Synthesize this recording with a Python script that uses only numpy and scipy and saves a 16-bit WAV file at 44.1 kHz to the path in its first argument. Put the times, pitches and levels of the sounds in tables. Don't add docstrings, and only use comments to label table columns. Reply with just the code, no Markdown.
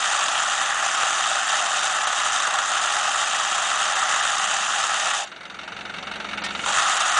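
import sys
import numpy as np
from scipy import signal
from scipy.fft import rfft, irfft
from scipy.io import wavfile
from scipy.ndimage import uniform_filter1d

SR = 44100
rng = np.random.default_rng(int(sys.argv[2]) if len(sys.argv) > 2 else 0)


def gain_from_decibels(decibels):
    exponent = np.asarray(decibels, float) / 20
    return 10 ** exponent


def transcribe(u):
    v = np.clip(np.atleast_2d(u).T, -1, 1)
    q = np.round(v * 32767).astype(np.int16)
    wavfile.write(sys.argv[1], SR, q)


N = 317066
HALT_S, TIGHT_S = 5.22, 6.658

# frequency in Hz, width in Hz, level in dB.
WEB_MODES = [(355, 88, -26), (630, 157, -11), (787.4, 171, -3), (1118, 323, -7), (1267, 330, -1),
             (1434, 275, -6), (1704, 273, -7), (1929, 290, -10), (2340, 1500, -23), (2770, 1060, -10.5),
             (3265, 490, -12), (3658, 445, -11.5), (4720, 1600, -20), (6220, 1700, -15), (7146, 1800, -14),
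             (8930, 2800, -24)]


def rms_one(x):
    return x / np.sqrt(np.mean(x ** 2) + 1e-20)


def drift(rate):
    r = np.exp(-40 * np.pi * rate / SR)
    slow = signal.lfilter([1], [1, -2 * r, r * r], rng.standard_normal(N // 20 + 2002))[2000:]
    return np.interp(np.arange(N) / 20, np.arange(len(slow)), rms_one(slow))


def step(at_s, width_s):
    return 0.5 + 0.5 * np.tanh((np.arange(N) / SR - at_s) / (2 * width_s))


def bumps(rows, width_s):
    t = np.arange(N) / SR
    return sum(db * np.exp(-((t - s) / width_s) ** 2) for s, db in rows)


def band_noise(low_hz, high_hz):
    sos = signal.butter(2, [low_hz, high_hz], "band", fs=SR, output="sos")
    return signal.sosfilt(sos, rng.standard_normal(N))


def dying(clicks, t60):
    return signal.lfilter([1], [1, -gain_from_decibels(-60 / (t60 * SR))], clicks + 1e-18)


def resonance(x, hz, width):
    r = np.exp(-np.pi * width / SR)
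    zeros = (1 - r * r) / 2 * np.array([1, 0, -1])
    return signal.lfilter(zeros, [1, -2 * r * np.cos(2 * np.pi * hz / SR), r * r], x)


def mode(x, hz, width):
    return resonance(resonance(x, hz, width), hz, width)


def running_noise():
    # frequency in Hz, density in dB per Hz.
    spectrum = [(24, -53), (40, -18.5), (135, -3), (200, 2), (459, 0), (937, 4), (1080, -9), (1350, -3.5),
                (1740, 1.5), (2830, -4.5), (3250, -12), (3730, -11.5), (5140, -23), (6040, -13.5),
                (9800, -27.5), (12700, -69), (21600, -120)]
    curve_hz, curve_db = np.transpose(spectrum)
    hz = np.maximum(np.fft.rfftfreq(N, 1 / SR), 1)
    shape = gain_from_decibels(np.interp(np.log(hz), np.log(curve_hz), curve_db))
    return gain_from_decibels(-35.5) * rms_one(irfft(rfft(rng.standard_normal(N)) * shape, N))


def firings():
    firing_s, cycle_s = 6.025, 0.17425
    ahead_s = 0.0165 * (1 - step(5.43, 0.09))
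    return 4 * (np.arange(N) / SR + ahead_s - firing_s) / cycle_s


def pipe_opening():
    # time in seconds, lift in dB.
    glimpses = [
        (3.6, 7.5),
        (4.5, 11),
    ]
    turning_db, resting_db = -2.5, 8.5
    resting = step(5.48, 0.069) - step(6.75, 0.048)
    return turning_db + (resting_db - turning_db) * resting + bumps(glimpses, 0.25)


def exhaust_hum(turn):
    # multiple of the firing rate, level in dB rms.
    orders = [(2, -67.5), (3, -62), (4, -63.5), (5, -65.5), (7, -61.5), (8, -57), (9, -54.5), (10, -72)]
    open_db = pipe_opening()
    hum = np.zeros(N)
    for order, db in orders:
        follow = 1 if order == 9 else 0.55
        level_db = db + follow * open_db + 1.2 * drift(8)
        hum += np.sqrt(2) * gain_from_decibels(level_db) * np.sin(2 * np.pi * (order * turn + rng.random()))
    return hum


def block_knocks(turn):
    # knock in dB, tilt in dB per octave, valve tap in dB.
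    cylinders = [(1, 4, -18.5), (-1, 4, -15), (-2, 5.5, -5), (-3, 5.5, -22)]
    # frequency in Hz, width in Hz, level in dB.
    block_modes = [(654, 250, -6), (840, 280, -7), (1347, 400, 1), (1530, 600, -9), (2030, 100, -15),
                   (2217, 160, -9.5), (2776, 670, -7.5), (3686, 490, -11), (4360, 740, -18.5),
                   (5700, 1300, -24), (8560, 2400, -35.5)]
    knock_db, scatter_db = -17.0, 1.3
    ring_s, rise_s = 0.091, 0.0013
    tap_at = 0.54
    fire = np.diff(np.floor(turn), prepend=0) == 1
    tap = np.diff(np.floor(turn - tap_at), prepend=0) == 1
    level_db, tilt_db, tap_db = np.array(cylinders)[np.floor(turn).astype(int) % 4].T
    hits = fire + tap * gain_from_decibels(tap_db)
    lag = np.exp(-1 / (rise_s * SR))
    knocks = np.zeros(N)
    for hz, width, db in block_modes:
        hit_db = level_db + tilt_db * np.log2(hz / 1400) + rng.normal(0, scatter_db, N)
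        tail = dying(hits * gain_from_decibels(hit_db), ring_s * (1400 / hz) ** 0.053)
        swell = signal.lfilter([1 - lag], [1, -lag], tail)
        ring = mode(swell * rng.standard_normal(N), hz, width)
        knocks += gain_from_decibels(db + knock_db) * ring * np.sqrt(3000 / width)
    return knocks


def diesel():
    turn = firings()
    return block_knocks(turn) + exhaust_hum(turn) + running_noise()


def recorder_gain():
    t = np.arange(N) / SR
    held_db, recover_db, recover_s, clamp_s = -11.5, 14, 1, 0.14
    rise = 1 - np.exp(-np.clip(t - HALT_S, 0, TIGHT_S - HALT_S) / recover_s)
    return held_db + recover_db * rise * np.exp(-np.maximum(t - TIGHT_S, 0) / clamp_s)


def linkage():
    # frequency in Hz, level in dB, t60 in seconds.
    partials = [(565, -43, .8), (1830, -25, .17), (1250, -31, .12), (2600, -33, .1), (3900, -31, .14)]
    clank_s, swell_s = 6.434, 0.011
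    t = np.maximum(np.arange(N) / SR - clank_s, 0)
    swell = t / swell_s * np.exp(1 - t / swell_s)
    scrape = band_noise(900, 4200) + 0.2 * band_noise(5500, 9000)
    rings = sum(gain_from_decibels(db - 60 * t / t60) * np.sin(2 * np.pi * hz * t) for hz, db, t60 in partials)
    return gain_from_decibels(-19) * swell * scrape + rings * (1 - np.exp(-t / swell_s))


def peel():
    # time in seconds, level in dB.
    pull = [(0, -24), (.3, -26), (.75, -25.5), (1.05, -23.5), (1.3, -25.5), (1.7, -25.5), (2.4, -24.5),
            (2.85, -24.5), (3.1, -25.5), (3.7, -25), (4.1, -24.5), (4.75, -25.5), (5.1, -25.5)]
    # time in seconds, level in dB.
    pull_again = [
        (6.7, -28),
        (6.79, -22),
        (7.05, -23),
        (7.16, -23.5),
        (7.19, -18),
    ]
    # time in seconds, loss in dB.
    dull = [
        (.75, 2.8),
        (2.03, 2.2),
        (2.55, 4.),
        (4.0, 1.8),
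    ]
    t = np.arange(N) / SR
    pull_s, pull_level_db = np.transpose(list(pull) + list(pull_again))
    pull_db = np.interp(t, pull_s, pull_level_db)
    swing_db = pull_db + 25
    drum_db = -32 + 0.081 * swing_db
    bright_db = -26 + 0.45 * swing_db - bumps(dull, 0.098)
    running = np.array([pull_db, drum_db, bright_db])
    brake_s, lose_s = np.c_[[5.14, 5.21, 5.18]], np.c_[[0.13, 0.065, 0.1]]
    braked = running - 20 * (np.maximum(t - brake_s, 0) / lose_s) ** 2
    creeping = np.c_[[-45, -50, -34]] - 108 * np.maximum(TIGHT_S - t, 0)
    grab = np.clip((t - TIGHT_S) / 0.014, 0, 1)
    crackle, drum, bright = np.maximum(braked, creeping) * (1 - grab) + running * grab
    return crackle, drum - crackle, bright - crackle


def film_snaps():
    # time in seconds, peak in dB.
    snaps = [(0.1121, -12), (0.1905, -11), (0.2828, -8), (0.3301, -13), (0.5327, -11), (0.7447, -13),
             (1.0316, -9), (1.1059, -9), (1.1907, -12), (1.3563, -12), (2.0712, -8), (2.1281, -12),
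             (2.1999, -12), (2.4733, -9), (2.5391, -8), (2.587, -9), (2.6589, -12), (2.7531, -12),
             (2.8574, -10), (3.5798, -11), (3.8038, -11), (3.9544, -12), (4.0173, -10), (4.0936, -11),
             (4.1609, -9), (4.2497, -10), (4.3834, -13), (4.8374, -11), (4.9417, -10), (5.0719, -11)]
    # time in seconds, peak in dB.
    restart = [
        (6.6600, -8),
        (6.6744, -13),
        (6.6844, -12),
        (6.7004, -12),
        (6.7411, -11),
        (6.784, -9),
        (6.8964, -8),
        (6.9556, -11),
        (7.0174, -11),
    ]
    snap_s, peak_db = np.transpose(list(snaps) + list(restart))
    clicks = np.zeros(N)
    np.add.at(clicks, np.clip((snap_s * SR).astype(int), 0, N - 1), gain_from_decibels(peak_db))
    burst = dying(clicks, 0.028) * rng.standard_normal(N)
    return gain_from_decibels(10) * sum(gain_from_decibels(db) * mode(burst, hz, width) for hz, width, db in WEB_MODES)


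def film_crackle():
    # time in seconds, lift in dB.
    taut = [
        (.7, 3.3),
        (1.5, 2.4),
        (2.4, 1.8),
        (4.15, 4.),
        (5.05, 1.7),
    ]
    clicks_per_s, clump_db, spread_db = 8000.0, 0.85, 2.5
    own, flicker_db = 1.22, 0.77
    level_db, drum_db, bright_db = peel()
    born = rng.random(N) < clicks_per_s * gain_from_decibels(clump_db * drift(150)) / SR
    sizes_db = spread_db * np.minimum(rng.exponential(1, N), 4)
    clumps_db = clump_db * (drift(100) + 0.37 * drift(23))
    singing_db = bumps(taut, 0.17)
    shared = rng.standard_normal(N)
    parts = np.zeros((3, N))
    for k, (hz, width, db) in enumerate(WEB_MODES):
        shake_db = db + sizes_db + clumps_db + flicker_db * drift(18.7)
        if 1600 < hz < 2100:
            shake_db = shake_db + singing_db
        shake = born * (shared + own * rng.standard_normal(N)) * gain_from_decibels(shake_db)
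        parts[np.searchsorted([950, 2400], hz)] += mode(shake, hz, width) * (-1) ** k
    drumming, body, treble = [rms_one(part) for part in parts]
    return gain_from_decibels(level_db) * (gain_from_decibels(drum_db) * drumming + body + gain_from_decibels(bright_db) * treble)


def scene():
    engine = gain_from_decibels(recorder_gain()) * diesel()
    mono = engine + linkage() + film_snaps() + film_crackle()
    return np.array([mono, mono])


def thinned_treble(x, below_db, from_hz):
    hz, _, z = signal.stft(x, SR, nperseg=384)
    bands = len(hz) // 4
    power = (np.abs(z[:4 * bands]) ** 2).reshape(bands, 4, -1).mean(axis=1)
    power = uniform_filter1d(power, size=2, axis=1)
    around = uniform_filter1d(uniform_filter1d(power, size=11, axis=1), size=3, axis=0)
    uneven = uniform_filter1d(rng.standard_normal(power.shape), size=2, axis=1)
    threshold_db = below_db + 1.7 * uneven
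    muted = (power < around * gain_from_decibels(-2 * threshold_db)) & (hz[:4 * bands:4, None] > from_hz)
    z[:4 * bands] *= np.where(np.repeat(muted, 4, axis=0), 0.02, 1)
    return signal.istft(z, SR, nperseg=384)[1][:N]


def low_pass(x):
    return signal.sosfilt(signal.butter(12, 10600, fs=SR, output="sos"), x)


def record(dry):
    flutter = signal.sosfilt(signal.butter(1, 8, "high", fs=SR, output="sos"), dry[0] ** 2)
    mono = thinned_treble(dry[0] - 0.3 * flutter, below_db=3.9, from_hz=4700)
    cut = signal.sosfilt(signal.ellip(12, 0.5, 85, 9990, fs=SR, output="sos"), mono)
    return low_pass(np.array([cut, cut]))


dry = scene()
out = record(dry)
transcribe(out)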